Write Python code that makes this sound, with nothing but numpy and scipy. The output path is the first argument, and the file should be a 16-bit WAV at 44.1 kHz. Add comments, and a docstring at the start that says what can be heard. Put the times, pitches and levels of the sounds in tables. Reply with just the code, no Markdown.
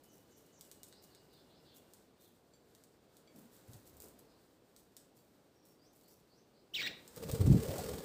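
"""Budgerigars in a balcony aviary

Budgerigars feed on grass in a wire cage: beaks and claws tick, blades rustle, the mesh rings.
Small birds twitter far off over a low outdoor wash. One budgerigar gives a loud, falling chirp,
a whistle that breaks into a rasp. Then wings hum and swish in a quickening flurry, and a bird
flies in so close that its downwash buffets the microphone."""
import sys
import numpy as np
from scipy import signal
from scipy.fft import rfft, irfft
from scipy.io import wavfile

SR = 44100
rng = np.random.default_rng(int(sys.argv[2]) if len(sys.argv) > 2 else 0)


def wav_out(sig):
    """Save sig, one row per channel (or a flat mono array), as 16-bit PCM at SR to the path in sys.argv[1]."""
    wavfile.write(sys.argv[1], SR, np.round(np.clip(np.atleast_2d(sig).T, -1, 1) * 32767).astype(np.int16))


N = 354608
T = np.arange(N) / SR
BAND_LIMIT_HZ = 15520


def amp(db):
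    """Decibels to gain."""
    return 10 ** (np.asarray(db) / 20)


def unit_rms(x):
    """Scales to rms 1."""
    return x / np.sqrt(np.mean(x ** 2) + 1e-20)


def at_hz(points, hz):
    """Interpolates (frequency, value) points over log frequency."""
    point_hz, value = np.transpose(points)
    return np.interp(np.log(hz + 1), np.log(point_hz + 1), value)


def colour(x, spectrum):
    """Filters x by (frequency [Hz], gain [dB]) points."""
    hz = np.fft.rfftfreq(len(x), 1 / SR)
    return irfft(rfft(x) * amp(at_hz(spectrum, hz)), len(x))


def noise(spectrum):
    """Steady coloured noise, rms 1."""
    return unit_rms(colour(rng.standard_normal(N), spectrum))


def wander(cutoff_hz):
    """Smooth random motion, rms 1."""
    lowpass = np.exp(-(np.fft.rfftfreq(N, 1 / SR) / cutoff_hz) ** 2)
    return unit_rms(irfft(rfft(rng.standard_normal(N)) * lowpass, N))


def grainy_noise(spectrum, grain_db, grain_hz):
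    """Coloured noise with a flickering level, rms 1."""
    return unit_rms(colour(rng.standard_normal(N) * amp(grain_db * wander(grain_hz)), spectrum))


def bell(centre_s, sigma_s):
    """Gaussian envelope, peak 1."""
    return np.exp(-.5 * np.minimum(((T - centre_s) / sigma_s) ** 2, 200))


def swell(start_s, length_s):
    """Rises to 1 in a quarter of length_s, then falls more slowly."""
    u = np.clip((T - start_s) / (length_s / 4), 0, 60)
    return u * np.exp(1 - u)


def add(mix, start_s, sound):
    """Mixes a sound in at start_s."""
    part = mix[max(round(start_s * SR), 0):][:len(sound)]
    part += sound[:len(part)]


# Chirp contour: (time [s], pitch [Hz], rasp [0-1], effort [dB])
CHIRP_CONTOUR = [(6.735, 2604, 0, -2), (6.742, 3070, 0.08, 0.5), (6.751, 3890, 0.5, 0),
                 (6.762, 3018, 0.26, 2.5), (6.782, 2320, 0.32, -4), (6.801, 2308, 0.33, 1),
                 (6.811, 2147, 0.48, -1.5), (6.819, 1613, .9, -2.5), (6.83, 1703, 0.78, -4.5),
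                 (6.834, 1880, 0.13, -0.5), (6.851, 1975, 0.13, -0.5), (6.86, 1916, 0.61, -1),
                 (6.873, 2012, 0.33, 4), (6.878, 2770, 0.3, 1.5)]
# Throat response: (frequency [Hz], gain [dB])
THROAT_SPECTRUM = [(900, -44), (1500, -13), (2100, -2), (3000, 0.5), (4000, 5.5), (4600, -4.5), (5400, -1),
                   (6100, -15), (7800, -9), (10000, -27.5), (13000, -30), (15200, 3)]


def chirp(gain_db=-40, attack_s=.0085, release_s=.0065, jitter=.16, tilt_db_per_oct=-6, rasp_hz=230):
    """A whistle leaps up, falls and breaks into a pulsing rasp; the throat shapes its partials."""
    times, *columns = np.transpose(CHIRP_CONTOUR)
    hz, rasp, effort_db = (np.interp(T, times, column) for column in columns)
    gate = np.clip(np.minimum((T - times[0]) / attack_s, 1 - (T - times[-1]) / release_s), 0, 1)
    sounding = gate > 0
    phase = 2 * np.pi * np.cumsum(hz * (1 + jitter * rasp * wander(880))) / SR
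    orders = np.arange(1, 8, .5)[:, None]
    partial_hz = orders * hz[sounding]
    gains = amp(at_hz(THROAT_SPECTRUM, partial_hz) + tilt_db_per_oct * np.log2(orders))
    gains *= partial_hz < BAND_LIMIT_HZ
    gains *= np.where(orders % 1, amp(-6) * rasp[sounding], 1)  # half orders grow with the rasp
    voice = np.zeros(N)
    voice[sounding] = (gains * np.sin(orders * phase[sounding])).sum(0) / np.sqrt((gains ** 2).sum(0) / 2)
    voice += amp(-4) * np.sqrt(rasp) * noise(THROAT_SPECTRUM)  # breath
    pulsing = np.sin(2 * np.pi * np.cumsum(rasp_hz * (1 + .5 * wander(200))) / SR)
    voice *= 1 + np.tanh(1.1 * rasp) * pulsing
    return balcony(amp(gain_db + effort_db) * gate * voice, wet_db=-8)


def downstroke_times(takeoff_s=7.175, first_gap_s=.06055, gap_step_s=.0009, count=17):
    """The wingbeat quickens steadily as the bird climbs and brakes."""
    k = np.arange(count)
    return takeoff_s + first_gap_s * k - gap_step_s * k * (k - 1) / 2


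# Flight: (time [s], effort [dB], hum pitch [Hz], upstroke re downstroke [dB])
FLIGHT_CONTOUR = [(7.17, -7.5, 485, -20.5), (7.27, 1, 460.7, -19.5), (7.58, -1, 432.7, -8),
                  (7.67, 1, 449.3, -3), (7.781, 0, 533.7, 0.5), (7.891, -0.5, 446.7, -3.5),
                  (8.04, -8, 439, -4)]
# Feather swish: (frequency [Hz], gain [dB])
FEATHER_SPECTRUM = [(200, -14), (450, 21.5), (750, 11), (1100, 7), (1800, 1.5), (2800, 0.5), (4500, 2.5),
                    (6300, -0.5), (8200, 3), (10500, -5), (12500, -3), (15200, 2)]


def wings(hum_db=-42.5, swish_db=-44.5, stroke_sigma_s=.0079, upstroke_lag_s=.028, flutter=1.62):
    """Each downstroke hums and swishes; as the bird brakes, the upstroke joins and the hum breaks up."""
    hum, swish_power = np.zeros(N), np.zeros(N)
    waver = .0601 * wander(121)
    times, *columns = np.transpose(FLIGHT_CONTOUR)
    beats = downstroke_times()
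    for beat_s, (start_cycles, detune) in zip(beats, rng.uniform(-1, 1, (len(beats), 2))):
        effort_db, hz, upstroke_db = (np.interp(beat_s, times, column) for column in columns)
        braking = amp(upstroke_db)
        stroke = bell(beat_s, stroke_sigma_s) + braking * bell(beat_s - upstroke_lag_s, stroke_sigma_s)
        pitch_hz = hz * (1 + .15 * braking * detune + (1 + flutter * braking) * waver)
        tone = np.sqrt(2) * np.sin(2 * np.pi * (np.cumsum(pitch_hz) / SR + start_cycles))
        hum += amp(hum_db + effort_db) * stroke * tone
        stirred_air = amp(-13) * bell(beat_s + .03, .04)
        swish_power += amp(swish_db + .77 * effort_db) ** 2 * (stroke ** 2 + stirred_air ** 2)
    swish = np.sqrt(swish_power) * grainy_noise(FEATHER_SPECTRUM, grain_db=3, grain_hz=680)
    return balcony(hum, wet_db=-9) + balcony(swish, wet_db=-6)


# Stirred air, strongest as the bird passes: (time [s], level [dB])
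WAKE_LEVEL = [(7.14, -68), (7.184, -49.5), (7.24, -48.5), (7.29, -43), (7.375, -46), (7.42, -37),
              (7.53, -26.5), (7.578, -32.5), (7.638, -46), (7.72, -39), (7.75, -45.5), (7.95, -44.5),
              (8.04, -53)]
# Its rumble: (frequency [Hz], gain [dB])
WAKE_SPECTRUM = [(25, -22), (60, 2.5), (150, 3), (280, -3), (450, -15), (700, -24.5), (1200, -50),
                 (3000, -52)]
# Nearest gusts: (time [s], level [dB], pitch [Hz], sigma [s])
NEAR_GUSTS = [(7.338, -28, 113, 0.004), (7.415, -21.5, 101, 0.0092), (7.456, -21, 85, 0.0072),
              (7.479, -19.5, 130, 0.0058), (7.506, -14, 160, .004), (7.521, -15.5, 140, .0055),
              (7.549, -16.5, 188, 0.0032), (7.565, -18, 138, 0.0037), (7.591, -26.5, 116, 0.0055)]


def downwash(pulse_db=7, lag_s=.0076, skew=.21):
    """Stirred air rumbles and swells after each downstroke; the nearest gusts thump the microphone."""
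    puffs = sum(bell(beat_s + lag_s, sigma_s=.0096) for beat_s in downstroke_times())
    wake_db = np.interp(T, *np.transpose(WAKE_LEVEL), left=-120) + pulse_db * (puffs - 1) / 2
    out = amp(wake_db) * noise(WAKE_SPECTRUM)
    for (time_s, db, hz, sigma_s), start_cycles in zip(NEAR_GUSTS, rng.random(len(NEAR_GUSTS))):
        phase = 2 * np.pi * (hz * (T - time_s) + start_cycles)
        out += amp(db) * bell(time_s, sigma_s) * (np.sin(phase) + skew * np.sin(2 * phase))
    return out


# Beak and claw strikes: (time [s], relative level [dB], band centre [Hz])
STRIKES = [(.0378, -52, 15000), (.4645, -48, 13000), (0.6105, -32, 8200), (0.7149, -33, 8100),
           (0.8328, -30.5, 8200), (.9266, -44, 4000), (1.041, -42, 6940), (1.149, -43, 5000),
           (1.9365, -37, 9700), (2.7502, -42, 7000), (2.838, -42, 6950), (3.169, -41, 8200),
           (3.7342, -37, 7060), (3.9695, -38, 15000), (4.003, -31, 13100), (4.0215, -33, 14000),
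           (4.0595, -42, 14000), (4.085, -38, 15000), (4.764, -39, 7000), (4.9673, -32, 8100),
           (6.012, -49, 8200), (7.0784, -35, 7610), (7.1628, -29, 13000), (7.3148, -21, 8360),
           (7.6345, -29, 7740), (7.7832, -23, 9000)]
# Beak and claw contact: (frequency [Hz], gain [dB])
CONTACT_SPECTRUM = [(500, -27), (1500, 5), (2600, -9), (4000, -0.5), (6000, -4), (8200, 0.5), (10500, -7.5),
                    (13000, -2.5), (15200, -2.5)]
# Mesh ring after a strike: (frequency [Hz], gain [dB])
MESH_SPECTRUM = [(5000, -32), (8200, -4), (11000, -28)]


def ticks(gain_db=-1, rattle_db=-25, rattle_decay_s=.0071, ring_decay_s=.054):
    """A hard snap of beak or claw, a brief rattle and a hissing ring of the mesh."""
    out, t = np.zeros(N), T[:2048]
    hz = np.fft.rfftfreq(len(t), 1 / SR)
    causal_fold = (1 + np.sign(t)) * (t < t.mean())
    for time_s, db, centre_hz in STRIKES:
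        octaves = np.log2((hz + 1) / centre_hz)
        gain = amp(np.maximum(at_hz(CONTACT_SPECTRUM, hz) - 3 * octaves ** 2, -60))
        snap = irfft(np.exp(rfft(irfft(np.log(gain)) * causal_fold)))  # minimum phase: sharp onset
        rattle = (t == 0) + amp(rattle_db) * np.exp(-t / rattle_decay_s) * rng.standard_normal(len(t))
        add(out, time_s, amp(db + gain_db) * signal.fftconvolve(snap / abs(snap).max(), rattle))
    ring = np.exp(-T[:SR] / ring_decay_s) * rng.standard_normal(SR)
    mesh = signal.fftconvolve(colour(out, MESH_SPECTRUM), ring / np.linalg.norm(ring))[:N]
    return balcony(out, wet_db=-3) + mesh


# Tugs and nibbles: (time [s], length [s], level [dB])
GRASS_TUGS = [(0.032, .05, -62), (.115, 0.11, -66.5), (0.361, 0.073, -64.5), (.58, 0.24, -69),
              (.875, 0.037, -62.5), (1.019, .064, -64.5), (1.328, 0.025, -63.5), (1.743, 0.064, -59.5),
              (2.194, 0.13, -66.5), (3.349, 0.13, -66), (3.511, .068, -63.5), (3.67, 0.19, -65),
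              (3.852, 0.092, -62), (4.005, 0.11, -60.5), (4.183, 0.037, -64.5), (4.763, 0.09, -69.5),
              (5.144, 0.16, -72.5), (5.64, 0.12, -69), (5.925, 0.17, -67.5), (6.072, .12, -64)]
# Tearing blades: (frequency [Hz], gain [dB])
GRASS_SPECTRUM = [(700, -15), (2000, -8), (4000, -5.5), (6000, -0.5), (8200, 2.5), (10500, -1),
                  (13000, 3.5), (15200, 4)]
# Shuffling: (time [s], level [dB])
SHUFFLE_LEVEL = [(0, -76), (1.7, -75), (2.1, -75.5), (3.3, -78), (3.6, -68), (4.1, -75.5), (4.5, -78.5),
                 (6.7, -80.5), (7.1, -66.5)]


def grass(sway_db=1.87):
    """Torn blades crackle in clumps over a faint, uneven shuffling."""
    tug_power = sum((amp(db) * swell(time_s, length_s)) ** 2 for time_s, length_s, db in GRASS_TUGS)
    crackle = np.sqrt(tug_power) * grainy_noise(GRASS_SPECTRUM, grain_db=5, grain_hz=300)
    shuffle_db = np.interp(T, *np.transpose(SHUFFLE_LEVEL)) + sway_db * wander(12)
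    shuffle = amp(shuffle_db) * noise(CONTACT_SPECTRUM)
    return balcony(crackle, wet_db=-6) + shuffle


# Hops: (time [s], length [s], level [dB], pitch [Hz])
HOP_BUMPS = [(3.338, 0.21, -58.5, 228), (3.679, 0.077, -57, 112), (3.74, 0.053, -51, 100),
             (3.806, 0.49, -70.5, 73), (4.017, 0.13, -63, 430)]


def hops():
    """Hopping birds knock the table and cage floor, which ring briefly and dully."""
    out = np.zeros(N)
    for time_s, length_s, db, hz in HOP_BUMPS:
        resonance = [(hz / 4, -48), (hz / np.sqrt(2), -5), (hz, 0), (hz * np.sqrt(2), -10),
                     (hz * 4, -24), (SR / 2, -72)]
        out += amp(db) * swell(time_s, length_s) * noise(resonance)
    return out


# Claw plucks: (time [s], level [dB], tilt [dB/octave])
WIRE_PLUCKS = [(2.537, -73, 8), (3.275, -71.5, -6.5), (5.188, -79, 4)]
# Cage wire modes: (frequency [Hz], gain [dB], t60 [s])
WIRE_MODES = [(2265, -7.5, 0.22), (3340, 4.5, .07), (4580, 6, 0.077), (5986, -1, .055), (7400, 4, .09)]


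def wire(buzz=.61, pivot_hz=4580):
    """Plucked mesh rings in thin, buzzing modes, bright or dull by where the claw catches it."""
    out, t = np.zeros(N), T[:SR // 2]
    for hz, mode_db, t60_s in WIRE_MODES:
        ring = amp(mode_db - 60 * t / t60_s) * np.sin(2 * np.pi * hz * t)
        ring *= 1 + buzz * wander(200)[:len(t)]
        for time_s, db, tilt_db_per_oct in WIRE_PLUCKS:
            add(out, time_s, amp(db + tilt_db_per_oct * np.log2(hz / pivot_hz)) * ring)
    return balcony(out, wet_db=-5)


# Far calls: (time [s], length [s], start [Hz], end [Hz], relative level [dB], hoarseness [0-1])
FAR_CALLS = [(0.076, 0.079, 6370, 5730, -70.5, 0.3), (.3, 0.083, 6800, 5760, -69.5, 0.47),
             (.52, 0.077, 6770, 5790, -67.5, 0.4), (0.909, 0.1, 4150, 5100, -65.5, 0.55),
             (1.09, 0.11, 4170, 4980, -69, 0.58), (1.289, .12, 4440, 3510, -69, .55),
             (1.327, 0.097, 4570, 5080, -72, 0.42), (1.481, 0.13, 3730, 5050, -69.5, 0.66),
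             (1.639, 0.12, 4140, 3400, -66, 0.74), (2.182, .11, 3950, 3200, -73, 0.47),
             (4.276, 0.085, 4600, 4220, -74, 0.55), (5.534, 0.21, 5580, 5480, -77.5, 0.12),
             (5.784, .11, 4670, 6380, -70.5, 0.07), (6.027, .11, 4370, 6170, -71, .25),
             (6.29, 0.12, 4420, 6310, -71.5, 0.29), (6.529, 0.086, 4400, 4980, -74, .3)]


def twitters(gain_db=-4, warble_depth=.17, bend=1.6):
    """Far birds whistle thin, hoarse glides that level off; they arrive mostly as echoes."""
    out, quaver = np.zeros(N), np.tanh(wander(500))
    for time_s, length_s, start_hz, end_hz, db, hoarseness in FAR_CALLS:
        progress = np.linspace(0, 1, round(length_s * SR))
        glide = np.sin(np.pi / 2 * progress ** bend) ** 2
        depth = warble_depth * hoarseness * (1 + np.sin(np.pi * progress) - glide / 2)
        warble = depth * quaver[round(time_s * SR):][:len(progress)]
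        hz = (start_hz + (end_hz - start_hz) * glide) * (1 + warble)
        envelope = amp(db + gain_db) * signal.windows.tukey(len(progress), .3)
        add(out, time_s, envelope * np.sin(2 * np.pi * np.cumsum(hz) / SR))
    return balcony(out, wet_db=1)


def trill(start_hz=3000, end_hz=2800, length_s=1.9, gain_db=-83, pulse_hz=7, waver=.014):
    """A far bird holds a pulsing whistle that sinks a little."""
    hz = np.interp(T, [0, length_s], [start_hz, end_hz]) * (1 + waver * wander(540))
    pulses = (T < length_s) * abs(np.sin(np.pi * pulse_hz * T))
    return balcony(amp(gain_db) * pulses * np.sin(2 * np.pi * np.cumsum(hz) / SR), wet_db=-.5)


# Outdoor wash as let through by the noise suppressor: (time [s], level [dB])
WASH_LEVEL = [(0, -66.5), (1.8, -65.5), (2.4, -69), (4.2, -64), (4.5, -68.5), (6.72, -68), (6.77, -59),
              (6.88, -53.5), (7.0, -62.5), (7.14, -62)]
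# Its colour: (frequency [Hz], gain [dB])
WASH_SPECTRUM = [(15, -58), (25, -16.5), (59, -6.5), (164, -0.5), (240, -1), (289, 1), (359, -0.5),
                 (433, -0.5), (1800, -21), (4750, -22.5), (6730, -30.5), (7300, -32), (15500, -46)]


def outdoor_wash():
    """Low outdoor wash; its level curve mimics a noise suppressor opening during the loud chirp."""
    return amp(np.interp(T, *np.transpose(WASH_LEVEL))) * noise(WASH_SPECTRUM)


# Balcony reverberation: (frequency [Hz], t60 [s])
BALCONY_DECAY = [(200, 0.82), (1500, 0.41), (4000, 0.42), (8000, 0.36), (15000, 0.29)]


def balcony(x, wet_db, predelay_s=.003):
    """Adds dense reflections from the near walls, each band dying at its own rate."""
    taps = rng.standard_normal(SR) * (rng.random(SR) < .1) * (T[:SR] > predelay_s)
    hz, t, bands = signal.stft(taps, SR, nperseg=256)
    decay = amp(-60 * t / at_hz(BALCONY_DECAY, hz)[:, None])
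    tail = signal.istft(bands * decay, SR, nperseg=256)[1]
    return x + amp(wet_db) * signal.fftconvolve(x, tail / np.linalg.norm(tail))[:N]


def scene():
    """All sources, summed to mono."""
    background = outdoor_wash() + twitters() + trill()
    feeding = grass() + ticks() + wire() + hops()
    return (background + feeding + chirp() + wings() + downwash())[None]


def record(dry):
    """Low-pass at the band limit."""
    lowpass = signal.firwin(511, BAND_LIMIT_HZ, window=("kaiser", 9), fs=SR)
    return signal.oaconvolve(dry, lowpass[None], "same")


dry = scene()
out = record(dry)
wav_out(out)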